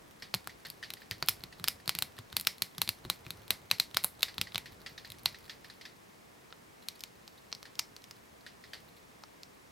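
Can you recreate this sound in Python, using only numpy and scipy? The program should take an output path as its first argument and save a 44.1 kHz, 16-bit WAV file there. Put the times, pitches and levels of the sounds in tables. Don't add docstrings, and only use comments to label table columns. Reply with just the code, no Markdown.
import sys
import numpy as np
from scipy import signal
from scipy.fft import rfft, irfft
from scipy.io import wavfile
from scipy.ndimage import uniform_filter1d

SR = 44100
rng = np.random.default_rng(int(sys.argv[2]) if len(sys.argv) > 2 else 0)


def output_pcm(signal):
    pcm = np.clip(np.atleast_2d(signal).T, -1, 1) * 32767
    wavfile.write(sys.argv[1], SR, np.round(pcm).astype(np.int16))


N = 428211

# (time [s], energy [dB], ring frequency [Hz], body tilt [dB], treble snap tilt [dB])
SNAPS = [(0.3412, -3, 4480, 7.5, -8), (0.3469, -6.5, 4050, -4, 3), (0.4736, -12.5, 4360, 12.5, 3),
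         (0.6687, -25, 4390, -5, 6), (0.7015, -16, 4570, -17, 6.5), (0.9044, -14, 4010, 1, -3),
         (0.9377, -15.5, 4010, -1.5, 3), (1.1116, -9, 4640, 1.5, -3), (1.2262, -4.5, 4520, 9.5, -8.5),
         (1.2864, 4.5, 5200, -0.5, 1.5), (1.293, -3, 5510, -10, 17), (1.4378, -15, 4350, 2, -3),
         (1.5981, -24, 4050, 10, -1), (1.642, -6.5, 4760, 4.5, 0), (1.6775, -8.5, 4660, -1, -8),
         (1.6836, 1.5, 5100, -0.5, 4.5), (1.878, -7, 4440, 5, 0), (1.8936, -0.5, 4260, 0, -2),
         (1.9515, -11, 4050, 3, 1.5), (1.988, -6, 4360, 0, 5.5), (2.0235, -2, 4050, 2.5, 3.5),
         (2.1885, -20, 3660, 7.5, 1.5), (2.328, -19, 4010, 5, -3), (2.3676, 0, 4360, 2.5, 5.5),
         (2.3983, -12.5, 4520, -4, 6), (2.4111, -13, 5120, 1, 11), (2.4712, 4.5, 5300, -1, -1.5),
         (2.6215, -.5, 4220, 0, 3.5), (2.782, -13.5, 3450, 1, -1), (2.8176, 1, 4130, 2.5, 4),
         (2.8768, -12, 4130, -2, -8), (2.8911, -1.5, 4370, -2.5, 3), (3.051, -21, 3620, 15, -4),
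         (3.1001, -0.5, 4050, 5, 1), (3.2656, -21.5, 2410, 5, -14), (3.306, -11.5, 4050, 2, 2),
         (3.5064, 2.5, 4100, 5.5, 2.5), (3.7133, 4, 4200, 3.5, -3), (3.7997, 3.5, 4090, -1.5, -0.5),
         (3.946, -13.5, 3880, 2, -5), (3.9663, -16, 3450, 1, -13), (3.97, 3, 3980, 3, -2.5),
         (4.0393, -11.5, 4010, -3, 6), (4.045, 1.5, 4050, 10, 15.5), (4.2223, -17, 4010, -7, 3),
         (4.2304, 4, 3800, -0.5, -2.5), (4.3817, -9, 3970, 3.5, -8), (4.4142, -2, 4020, -4, -3.5),
         (4.5464, -12, 3360, 2, -7), (4.5577, -4.5, 3840, 3, -13), (4.58, -8.5, 2360, 1, 0),
         (5.1024, -20.5, 3960, -8, 2), (5.12, -20, 3960, -2, 1), (5.257, -13, 4130, 1, 12),
         (5.259, 2.5, 4080, 0, -8), (6.5259, -22.5, 4100, 13.5, -25), (6.886, -9.5, 4060, -10, -0.5),
         (7.0071, -22, 5250, -12, 1), (7.0377, -14, 4450, -3, -1), (7.2785, -23.5, 4640, -1, -6),
         (7.5272, -10.5, 4260, -1, -21), (7.55, -21.5, 5340, -11, -7), (7.6292, -22.5, 4440, 9, -3),
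         (7.7921, -8.5, 5440, -9, -7), (7.7946, -3.5, 5400, -0.5, -2), (7.9651, -22.5, 4300, -3, -5),
         (8.0413, -26, 4260, -20, -3), (8.1109, -21.5, 5030, -2, -4), (9.2374, -22, 5100, 11, -15),
         (9.4333, -21.5, 5360, -28, -11)]
# (frequency [Hz], level [dB])
CRACK_COLOUR = [(150, -16.5), (450, -8.5), (850, -2), (1350, 2.5), (1750, -2), (2400, 5), (4000, 6.5),
                (5200, 0), (6500, -4.5), (8700, -3), (9600, -1), (13000, 1.5), (14800, -2.5), (16500, -15)]
# (frequency [Hz], gain [dB])
CAGE_COLOUR = [(200, 4), (800, 1.5), (1400, -6), (2000, 7), (2600, -3.5), (4000, -1.5), (5100, 3),
               (7000, 1), (10000, -1.5), (13000, -4.5), (16000, -6)]
# (time [s], share [0-1])
HEAD_UP = [(6.5, 0.06), (7.3, 0.99)]
# (frequency [Hz], gain [dB])
HEAD_UP_COLOUR = [(1000, 2.5), (2200, -1), (3000, -4), (4200, 0), (6000, 7), (8000, 3.5), (11000, -3.5),
                  (15000, 2)]


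def cracks(rows, ring_db=8.0, ring_width_hz=430, ring_in_echo=0.66, ripple_db=1.52,
           near_db=-9, echo_db=-14.0, splinter=0.32, splinter_s=0.000617, first_db=-29, first_s=.003):
    out, hz = np.zeros((2, N)), bins(size=1024)
    walls = scatter(t60=0.2, rise=0.0021, side_db=-15)
    for s, db, ring_hz, body_db, snap_db in rows:
        tilt = [(1500, body_db), (2300, 0), (5500, 0), (10000, snap_db)]
        raised = np.interp(s, *np.transpose(HEAD_UP))
        colour = read(CRACK_COLOUR, hz) + read(tilt, hz) + raised * read(HEAD_UP_COLOUR, hz)
        ring = ring_db * peak(hz, ring_hz, ring_width_hz)
        shape = ripple_db * ripple(count=len(hz), order=9)

        lag = splinter_s * rng.uniform(0.14, 1, 3)
        strength = splinter * rng.uniform(-0.51, 1, 3)
        fracture = 1 + strength @ np.exp(-2j * np.pi * lag[:, None] * hz)
        pulse = click(colour + ring + shape)
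        snap = -amp(db) * unit(irfft(rfft(pulse) * fracture))

        add(out, s - first_s * rng.uniform(0.41, 1), amp(first_db) * snap)
        add(out, s, snap * amp([[.25], [-.25]]))
        near = scatter(t60=0.02, rise=0.0013, side_db=-9)
        add(out, s, amp(near_db) * through(snap, near))

        echo_colour = colour + ring_in_echo * ring + shape / 4 + read(CAGE_COLOUR, hz)
        diffuse = amp(db + echo_db) * click(echo_colour)
        cage = unit(walls + scatter(t60=0.18, rise=0.0038, side_db=-21))
        add(out, s, through(diffuse, cage))
    return out


LEAD_CHANCE, LEAD_MIN_S, LEAD_MAX_S = .55, .008, .04
LEAD_DB, LEAD_FOLLOWS, LEAD_SPREAD_DB = -26, 0.39, 1.5


def lead_cracks():
    rows = []
    draws = rng.random((len(SNAPS), 3))
    for (s, db, *colour), (chance, ahead, vary) in zip(SNAPS, draws):
        if chance < LEAD_CHANCE:
            lead_s = LEAD_MIN_S + ahead * (LEAD_MAX_S - LEAD_MIN_S)
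            lead_db = LEAD_DB + LEAD_FOLLOWS * db + LEAD_SPREAD_DB * (2 * vary - 1)
            rows.append((s - lead_s, lead_db, *colour))
    return rows


# (time [s], length [s], energy [dB])
SCRAPES = [(1.194, 0.022, -43), (1.273, .014, -25), (2.166, .03, -30), (2.313, .025, -31),
           (3.036, 0.036, -28), (3.24, .03, -35), (6.803, 0.043, -30.5), (6.95, .012, -30.5),
           (7.372, 0.018, -31.5), (8.95, 0.045, -33.5)]


def scrapes(slips_per_s=900, ring_hz=4150, ring_width_hz=400, ring_db=12):
    out, hz, t = np.zeros((2, N)), bins(size=1024), np.arange(4000) / SR
    slip = click(read(CRACK_COLOUR, hz) + ring_db * peak(hz, ring_hz, ring_width_hz))
    for s, length, db in SCRAPES:
        stroke = np.sin(np.pi * np.minimum(t / length, 1))
        strengths = stroke * rng.standard_normal(len(t))
        slips = strengths * (rng.random(len(t)) < slips_per_s / SR)
        reflections = scatter(t60=0.026, rise=.0005, side_db=-21)
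        add(out, s, amp(db) * unit(through(through(slips, slip), reflections)))
    return out


# (nominal frequency [Hz], mean relative level [dB], t60 [s])
FLOOR_MODES = [(62, -17, 0.21), (94, -5.5, 0.16), (122.3, 1, 0.091), (172, -2, 0.13), (235.6, -7, 0.089),
               (353, -5, 0.06)]
# (time [s], relative level [dB])
PULL = [(0.34, -34), (0.5, -49), (0.92, -49), (1.11, -35), (1.6, -41), (1.9, -36.5), (2.4, -41.5),
        (3.05, -35.5), (3.55, -40.5), (4.0, -40), (4.23, -51), (4.42, -33), (5.0, -53), (5.26, -43),
        (6.0, -66)]
BRACE_S, TUG_LEAD_S = 0.042, .003


def bumps(level_db=-3, rise=0.0053, modes_vary_db=3):
    out, t = np.zeros((2, N)), np.arange(9000) / SR
    hz, mode_db, t60 = np.transpose(FLOOR_MODES)[:, :, None]
    times = np.transpose(SNAPS)[0]
    for s, rest in zip(times, np.diff(times, prepend=0)):
        braced = 1 - np.exp(-rest / BRACE_S)
        pull = amp(np.interp(s, *np.transpose(PULL)) + level_db) * braced
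        detune, vary, phase = rng.standard_normal((3, len(hz), 1))
        decay = amp(mode_db + modes_vary_db * vary - 60 * t / t60)
        modes = decay * np.sin(2 * np.pi * (hz * (1 + 0.06 * detune) * t + phase))
        bump = modes.sum(0) * (1 - np.exp(-(t / rise) ** 2))
        add(out, s - TUG_LEAD_S, pull * bump / abs(bump).max())
    return out


# (time [s], relative level [dB])
FUSS = [(0, 1), (.7, -3.5), (1.4, 6.5), (2.2, 1.5), (2.7, -11), (3.3, 7), (3.7, 1), (4.7, 5), (4.9, 3),
        (5.3, 7), (5.55, 2), (6.6, -30), (7.2, -8), (8.8, -4.5), (9.7, -24)]


def fuss(crumbs_per_s=26, crumb_db=-43, size_db=2.5, shuffle_db=-67):
    hz = bins(size=1024)
    busy = amp(np.interp(np.arange(N) / SR, *np.transpose(FUSS)))
    crumbs = np.zeros((1, N))
    for _ in range(8):
        sizes = amp(size_db * np.minimum(rng.exponential(1, N), 3))
        hits = sizes * (rng.random(N) < crumbs_per_s / 8 / SR)
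        tick = click(read(CRACK_COLOUR, hz) + 5 * ripple(count=len(hz), order=30))
        crumbs += through(hits * np.sqrt(busy), tick)[:, :N]
    reflected = through(crumbs, scatter(t60=0.088, rise=.0015, side_db=-14))[:, :N]
    crumbs = amp(crumb_db) * (crumbs + 0.63 * reflected)

    # (frequency [Hz], relative level [dB])
    boards = [(20, -23), (45, -8.0), (110, -4.5), (190, -13), (350, -14), (1500, -25), (8000, -65.5)]
    spectrum = rfft(rng.standard_normal(N)) * amp(read(boards, bins(size=N)))
    shuffle = np.sqrt(N) * unit(irfft(spectrum, N))
    lumps_db = 3 * ripple(count=N, order=2200)
    return crumbs + amp(shuffle_db + lumps_db) * busy * shuffle


# (frequency [Hz], level [dB])
TICK_COLOUR = [(300, -12), (1100, -12.5), (1550, -6.5), (1900, 1.5), (2300, -3.5), (2800, -4.5),
               (3400, -3.5), (4600, 0), (5600, -8), (7000, -17), (9500, -21.5), (11500, -19.5),
               (16000, -29)]


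def ticks(rows, tail_db=-4, tock_db=-26.5, tock_hz=1850, tock_t60=0.02, tock_follows=0.59):
    out, hz, t = np.zeros((2, N)), bins(size=1024), np.arange(3000) / SR
    for s, db in rows:
        colour = read(TICK_COLOUR, hz)
        edge = click(colour + 2.4 * ripple(count=len(hz), order=12))
        size = amp(db)
        early = through(edge, scatter(t60=0.068, rise=0.00035, side_db=-12.5))
        tail = through(click(colour), scatter(t60=0.23, rise=0.0062, side_db=-13))
        add(out, s + 0.00198, 0.37 * size * edge)
        add(out, s + .002, size * early)
        add(out, s + .002, size * amp(tail_db) * tail)

        pitch_hz = tock_hz * (1 + 0.036 * rng.standard_normal())
        tock = amp(tock_db - 60 * t / tock_t60) * np.sin(2 * np.pi * pitch_hz * t)
        add(out, s + 0.001916, amp(tock_follows * db) * tock * (1 - np.exp(-t / 0.00067)))
    return out


# (time [s], relative level [dB])
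FAR_TICKS = [(0.2208, -16.5), (0.6541, -22.5), (0.8258, -17.5), (0.968, -29.5), (1.1148, -17.5),
             (4.281, -18), (4.4686, -23.5), (4.6563, -20), (4.8605, -15.5), (5.0457, -21.5), (5.3431, -23),
             (5.4938, -15.5), (5.6432, -25.5), (5.8098, -23), (5.8512, -19.5), (7.652, -24),
             (8.4625, -20.5), (8.6372, -25.5), (8.7318, -15.5)]
# (start [s], end [s])
CHEW_RUNS = [(0.479, 1.0), (1.48, 2.25), (4.98, 5.8)]
CHEWS_PER_S, CHEW_JITTER_S, CHEW_DB, CHEW_SPREAD_DB = 5.8, 0.023, -28, 6


def faint_chews():
    runs = [np.arange(start, end, 1 / CHEWS_PER_S) for start, end in CHEW_RUNS]
    beats = np.concatenate(runs)
    draws = rng.standard_normal((len(beats), 2))
    return [(s + CHEW_JITTER_S * late, CHEW_DB + CHEW_SPREAD_DB * vary)
            for s, (late, vary) in zip(beats, draws)]


# (frequency [Hz], relative level per Hz [dB])
HUSH = [(15, -54), (25, -23), (56, -9), (153, -4), (236, -5), (263, -6.5), (545, -12), (641, -11),
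        (734, -11.5), (1040, -13.5), (1520, -16), (1790, -14.5), (2840, -19), (7510, -23), (16000, -29)]
HUSH_DB = -60
# (frequency [Hz], likeness [-1 to 1])
HUSH_SAME = [(60, 0.75), (130, 0.54), (290, -0.18), (640, -0.55), (1410, -0.36), (3100, 0.035),
             (6820, 0.66), (15000, 1)]
# (frequency [Hz], half width [Hz], gain [dB])
HOLLOWS = [(448, 57, 3.5), (1080, 140, 2), (2140, 200, 1.5), (5300, 320, 1)]


def hush(level_db=0):
    hz = bins(size=N)
    same = np.clip(read(HUSH_SAME, hz), -1, 1)
    hollow = sum(db * peak(hz, centre, width) for centre, width, db in HOLLOWS)
    colour = read(HUSH, hz) + hollow
    mid, side = rfft(rng.standard_normal((2, N))) * amp(colour)
    side *= np.sqrt((1 - same) / (1.001 + same))
    mid, side = irfft(mid, N), irfft(side, N)
    return amp(HUSH_DB + level_db) * spread(mid, side, side_db=-1) / mid.std()


def amp(db):
    return 10 ** (np.asarray(db) / 20)


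def read(points, hz):
    f, value = np.transpose(points)
    return np.interp(np.log(hz + 1), np.log(f + 1), value)


def bins(size):
    return np.fft.rfftfreq(size, 1 / SR)


def peak(hz, centre_hz, width_hz):
    return 1 / (1 + ((hz - centre_hz) / width_hz) ** 2)


def ripple(count, order):
    z = uniform_filter1d(uniform_filter1d(rng.standard_normal(count), order), order)
    return z / z.std()


def unit(x):
    return x / np.sqrt(np.mean(np.sum(x ** 2, -1)) + 1e-20)


def click(db):
    cepstrum = irfft(np.log(amp(db)))
    half = len(cepstrum) // 2
    cepstrum[1:half] *= 2
    cepstrum[half + 1:] = 0
    return unit(irfft(np.exp(rfft(cepstrum))))


def spread(mid, side, side_db):
    return np.array([mid + amp(side_db) * side, mid - amp(side_db) * side])


def scatter(t60, rise, side_db, size=12000):
    t = np.arange(size) / SR
    envelope = amp(-60 * t / t60) * (1 - np.exp(-(t / rise) ** 2))
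    paths = rng.standard_normal((2, size)) * envelope
    return unit(spread(*paths, side_db))


def through(x, response):
    return signal.fftconvolve(np.atleast_2d(x), np.atleast_2d(response), axes=1)


def add(mix, s, sound):
    part = mix[:, max(round(s * SR), 0):][:, :sound.shape[-1]]
    part += sound[..., :part.shape[1]]


def scene():
    near = cracks(SNAPS) + scrapes() + bumps() + fuss()
    far = ticks(list(FAR_TICKS) + faint_chews())
    return near + hush() + far + cracks(lead_cracks())


EDGE_HZ = 16300


def record(dry, ceiling=0.69):
    rounded = dry / (1 + (dry / ceiling) ** 4) ** (1 / 4)
    lowpass = signal.firwin(127, EDGE_HZ, window=("kaiser", 8), fs=SR)
    return signal.oaconvolve(rounded, lowpass[None], "same")


dry = scene()
out = record(dry)
output_pcm(out)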